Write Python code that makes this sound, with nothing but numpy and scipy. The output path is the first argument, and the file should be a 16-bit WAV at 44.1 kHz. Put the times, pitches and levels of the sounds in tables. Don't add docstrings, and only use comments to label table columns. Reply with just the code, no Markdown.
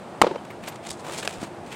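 import sys
import numpy as np
from scipy import signal
from scipy.fft import rfft, irfft
from scipy.io import wavfile

SR = 44100
rng = np.random.default_rng(int(sys.argv[2]) if len(sys.argv) > 2 else 0)


def materialize(psi):
    bounded = np.clip(np.atleast_2d(psi).T, -1, 1)
    quanta = np.round(bounded * 32767).astype(np.int16)
    wavfile.write(sys.argv[1], SR, quanta)


N = 77175

# f/Hz, level/dB, fade/s (time to drop 60 dB)
POP_NOTES = [(194, -15.5, .06), (350, -8, 0.029), (424, -8.5, 0.029), (764, -4.5, 0.022), (840, 8, 0.0093),
             (1877, 0, 0.013)]
# f/Hz, level/dB, fade/s
LEATHER_NOTES = [(220, -17.5, 0.047), (1134, -3.5, 0.013), (1250, -0.5, 0.0087), (2200, -6, 0.0083)]
# f/Hz, level/dB
CRACK_TONE = [(60, -24), (500, -4), (1300, -5.5), (1680, -9), (2000, 2), (2600, -1), (3000, -1), (4200, -1),
              (5200, -4), (5700, -14), (6500, -6), (8400, -6), (11000, -17), (16000, -27)]
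# t/s, level/dB, f/Hz, cycles to the peak, scattered noise/dB
ECHOES = [(0.2367, -8, 537, 0.78, -30), (.243, -9.5, 508, 1.19, -19.5), (.267, -10, 558, 0.99, -17),
          (0.2719, -15.5, 392, 1.03, -23), (0.3102, -20, 487, 0.93, -30), (0.3123, -20, 375, 1.63, -28),
          (0.3459, -28.5, 560, 2.5, -36), (0.3578, -22, 490, 1.38, -27.5)]
# f/Hz, level/dB
SCATTER_TONE = [(60, -32), (190, -2.5), (900, 8.5), (1600, -2.5), (3500, -8), (6000, -21), (9000, -32),
                (15000, -46)]
TAIL_TONE = [(50, -50), (120, -10), (200, 2.5), (450, 3.5), (900, -0.5), (1500, -11.5), (2200, -12),
             (4000, -17), (8000, -29.5), (15000, -57)]
# peak t/s, rise/s, fall/s, body/dB, rasp/dB, grit/dB
SCUFFS = [(0.451, .0012, 0.0032, -34, -44, -50), (.508, 0.0056, 0.0075, -49, -47, -59),
          (.64, 0.0081, 0.024, -48, -41.5, -53.5), (.682, 0.012, 0.014, -35.5, -39.5, -39),
          (.725, 0.033, 0.036, -62, -52, -57), (.76, .004, 0.0044, -44, -50, -50),
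          (.852, 0.021, 0.026, -54, -46, -53), (.87, 0.0047, 0.0041, -42, -42.5, -37),
          (0.892, 0.0061, 0.0034, -44, -49, -36.5), (0.907, .003, .002, -54, -40, -27.5),
          (0.915, 0.0026, 0.0017, -36, -58, -30.5), (.927, 0.016, 0.019, -55, -66, -43),
          (1.002, 0.02, 0.014, -57, -58, -47), (1.08, 0.037, 0.064, -36, -47, -48),
          (1.145, 0.029, 0.03, -40.5, -40, -39.5), (1.182, 0.0098, 0.031, -36, -41.5, -34.5),
          (1.23, .005, .007, -33.5, -32, -41), (1.254, 0.0053, 0.0067, -29.5, -38, -35.5),
          (1.296, 0.025, 0.017, -42.5, -46, -45), (1.337, 0.03, 0.032, -47, -46, -46),
          (1.431, 0.032, 0.029, -41, -45, -45), (1.669, 0.0097, 0.035, -55, -50.5, -53),
          (1.725, .016, .06, -52, -41, -47.5)]
# f/Hz, level/dB
BODY_TONE = [(100, -16), (300, -0.5), (600, 6), (1300, -2), (2000, -17), (5000, -33.5)]
RASP_TONE = [(600, -30), (1400, 0), (2400, 6.5), (3600, -3), (5500, -22.5), (12000, -24.5)]
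GRIT_TONE = [(1500, -34), (3500, 1.5), (4600, 1), (5800, -0.5), (7500, 3), (9300, -1), (11000, -14.5),
             (15500, -31)]
# f/Hz, level/dB
CREAK_TONE = [(1000, -35), (1900, -6), (2150, 0), (2450, -6), (4000, -32)]
CLICK_TONE = [(100, -30), (450, -16), (750, 0), (1200, -6), (2700, 0), (4500, -8), (8000, -9), (11000, -16),
              (14000, -34)]
# f/Hz, level/dB, fade/s
BUCKLE_NOTES = [(7400, -39, .035), (11130, -38, .035), (13480, -39, .06)]
GUARD_NOTES = [(690, -14, 0.013), (1650, -15, .01), (2620, -13, .008), (3160, -20, 0.0065)]
# t/s, level/dB, f/Hz, fade/s
THUDS = [(1.415, -28, 238, 0.064), (1.4296, -16, 275, 0.016)]
# t/s, width/s, level/dB
PUFFS = [(.02, 0.045, -58), (.63, .025, -49), (.908, .012, -41), (1.1, 0.017, -54), (1.394, 0.023, -42.5),
         (1.648, .012, -53)]
# f/Hz, level/dB
PUFF_TONE = [(20, -20), (60, -2), (100, -2), (170, 1), (300, -13), (800, -50)]
# t/s, half length/s, f/Hz, level/dB
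FAR_TONES = [(0.384, 0.011, 3110, -49), (0.842, .045, 695, -45)]
# f/Hz, level/dB
AIR_TONE = [(25, -43), (50, -27), (90, -6), (130, -2), (215, -.5), (290, -3.5), (520, -4.5), (700, -3),
            (900, -6.5), (1300, -12.5), (2000, -20), (2700, -22.5), (4400, -29.5), (6000, -33.5),
            (8600, -32), (11000, -42), (16000, -53)]
SIDE_TONE = [(25, -9), (80, -5), (200, -6), (600, -8), (2000, -16.5), (5000, -27), (9000, -37),
             (16000, -60)]

CATCH_S, CLOSE_S = .21573, .22126
CRACK_RISE_S = .00076
TIME = np.arange(N) / SR


def catch(sink_s=.00069):
    pop = ring(CATCH_S, POP_NOTES) * (1 - np.exp(-since(CATCH_S) / sink_s))
    slap = ring(CLOSE_S, LEATHER_NOTES)
    crack = burst(CATCH_S, CRACK_TONE, db=-6, rise_s=CRACK_RISE_S, fade_s=.021)
    return low_cut(pop - slap + crack)


def echoes(upper_hz=872):
    out = 0
    for start, db, hz, cycles, scatter_db in ECHOES:
        t = since(start)
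        age = t * hz / cycles
        notes = np.sin(2 * np.pi * hz * t) + undb(-8) * np.sin(2 * np.pi * upper_hz * t)
        knock = undb(db) * (age * np.exp(1 - age)) ** 2 * notes
        thump = low_cut(ring(start, [(190, db - 17, .04)]))
        scatter = burst(start, SCATTER_TONE, scatter_db, CRACK_RISE_S, fade_s=.027)
        out = out + knock + thump + scatter
    tail, side = (burst(CATCH_S, TAIL_TONE, db=-24.5, rise_s=.004, fade_s=.43) for _ in range(2))
    return widen(out + tail, undb(-17) * side)


def scuffs():
    power = np.zeros((3, N))
    for peak, rise, fall, *parts_db in SCUFFS:
        swell = np.exp(-np.abs((TIME - peak) / np.where(TIME < peak, rise, fall)) ** 1.2)
        power += (undb(parts_db)[:, None] * swell) ** 2
    stutter = undb(2 * wander(hz=108))
    sand = stutter * grains()
    tones = (BODY_TONE, RASP_TONE, GRIT_TONE)
    return sum(np.sqrt(part) * colour(sand, tone) for part, tone in zip(power, tones))


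def grains(per_second=3000, spread_db=3, click_share=.62):
    clicks = (rng.random(N) < per_second / SR) * rng.choice([-1, 1], N)
    clicks = clicks * undb(spread_db * np.minimum(rng.exponential(size=N), 2 * np.pi))
    hiss = rng.standard_normal(N)
    return np.sqrt(click_share) * clicks / clicks.std() + np.sqrt(1 - click_share) * hiss


def gear(creak_s=.504, tink_s=.6848, clack_s=1.2761):
    creak = burst(creak_s, CREAK_TONE, db=-29, rise_s=.004, fade_s=.035)
    tink = ring(tink_s, BUCKLE_NOTES)
    click = burst(clack_s, CLICK_TONE, db=-14.5, rise_s=.0001, fade_s=.0065)
    clack = click + ring(clack_s, GUARD_NOTES)
    return creak + low_cut(tink + clack, hz=520)


def thuds():
    out = 0
    for start, db, hz, fade_s in THUDS:
        out = out + ring(start, [(hz, db, fade_s), (hz * 2.34, db - 3.5, fade_s / 2)])
    return low_cut(out)


def wind():
    gust = sum(undb(db) * np.exp(-((TIME - peak) / width) ** 2) for peak, width, db in PUFFS)
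    return gust * np.array([noise(PUFF_TONE), noise(PUFF_TONE)])


def far_tones(sag=.055):
    out = 0
    for peak, half_length, hz, db in FAR_TONES:
        away = np.minimum(((TIME - peak) / half_length) ** 2, 10)
        phase = 2 * np.pi * np.cumsum(hz * (1 - sag * away)) / SR
        out = out + undb(db) * np.exp(-away ** 2) * np.sin(phase)
    return out


def outdoors(hum_hz=349.5, hum_width_hz=13.5):
    narrow_band = signal.iirpeak(hum_hz, hum_hz / hum_width_hz, fs=SR)
    hum = rng.standard_normal(N)
    for _ in range(2):
        hum = signal.lfilter(*narrow_band, hum)
    traffic = undb(-39.5 + .3 * wander(hz=7.6)) * noise(AIR_TONE)
    return widen(traffic + undb(-50) * hum / hum.std(), undb(-62) * noise(SIDE_TONE))


def ring(start, notes):
    t = since(start)
    return sum(undb(db) * np.sin(2 * np.pi * hz * t) * fade(t, fade_s) for hz, db, fade_s in notes)


def burst(start, tone, db, rise_s, fade_s):
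    t = since(start)
    return undb(db) * noise(tone) * (1 - np.exp(-t / rise_s)) * fade(t, fade_s)


def colour(x, tone):
    hz, db = np.array(tone, float).T
    freqs = np.maximum(np.fft.rfftfreq(N, 1 / SR), 1)
    gain = undb(np.interp(np.log(freqs), np.log(hz), db))
    shaped = irfft(rfft(x) * gain, N)
    return shaped / shaped.std()


def noise(tone):
    return colour(rng.standard_normal(N), tone)


def wander(hz):
    return noise([(hz, 0), (hz * 10, -100)])


def low_cut(x, hz=140):
    return signal.sosfilt(signal.butter(2, hz, "high", fs=SR, output="sos"), x)


def undb(db):
    return 10 ** (np.asarray(db) / 20)


def since(start):
    return np.maximum(TIME - start, 0)


def fade(t, fade_s):
    return np.exp(-np.log(1000) * t / fade_s)


def widen(shared, side):
    return shared + np.array([[1], [-1]]) * side


def pan(x, db):
    return x * undb([[db / 2], [-db / 2]])


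def scene():
    player = pan(scuffs() + gear() + thuds(), db=.5)
    return pan(catch(), db=.66) + pan(echoes(), db=.4) + player + wind() + far_tones() + outdoors()


def record(dry, top_hz=16000):
    rounded = dry / (1 + dry ** 4) ** (1 / 4)
    return signal.sosfilt(signal.ellip(8, .2, 70, top_hz, fs=SR, output="sos"), rounded)


dry = scene()
out = record(dry)
materialize(out)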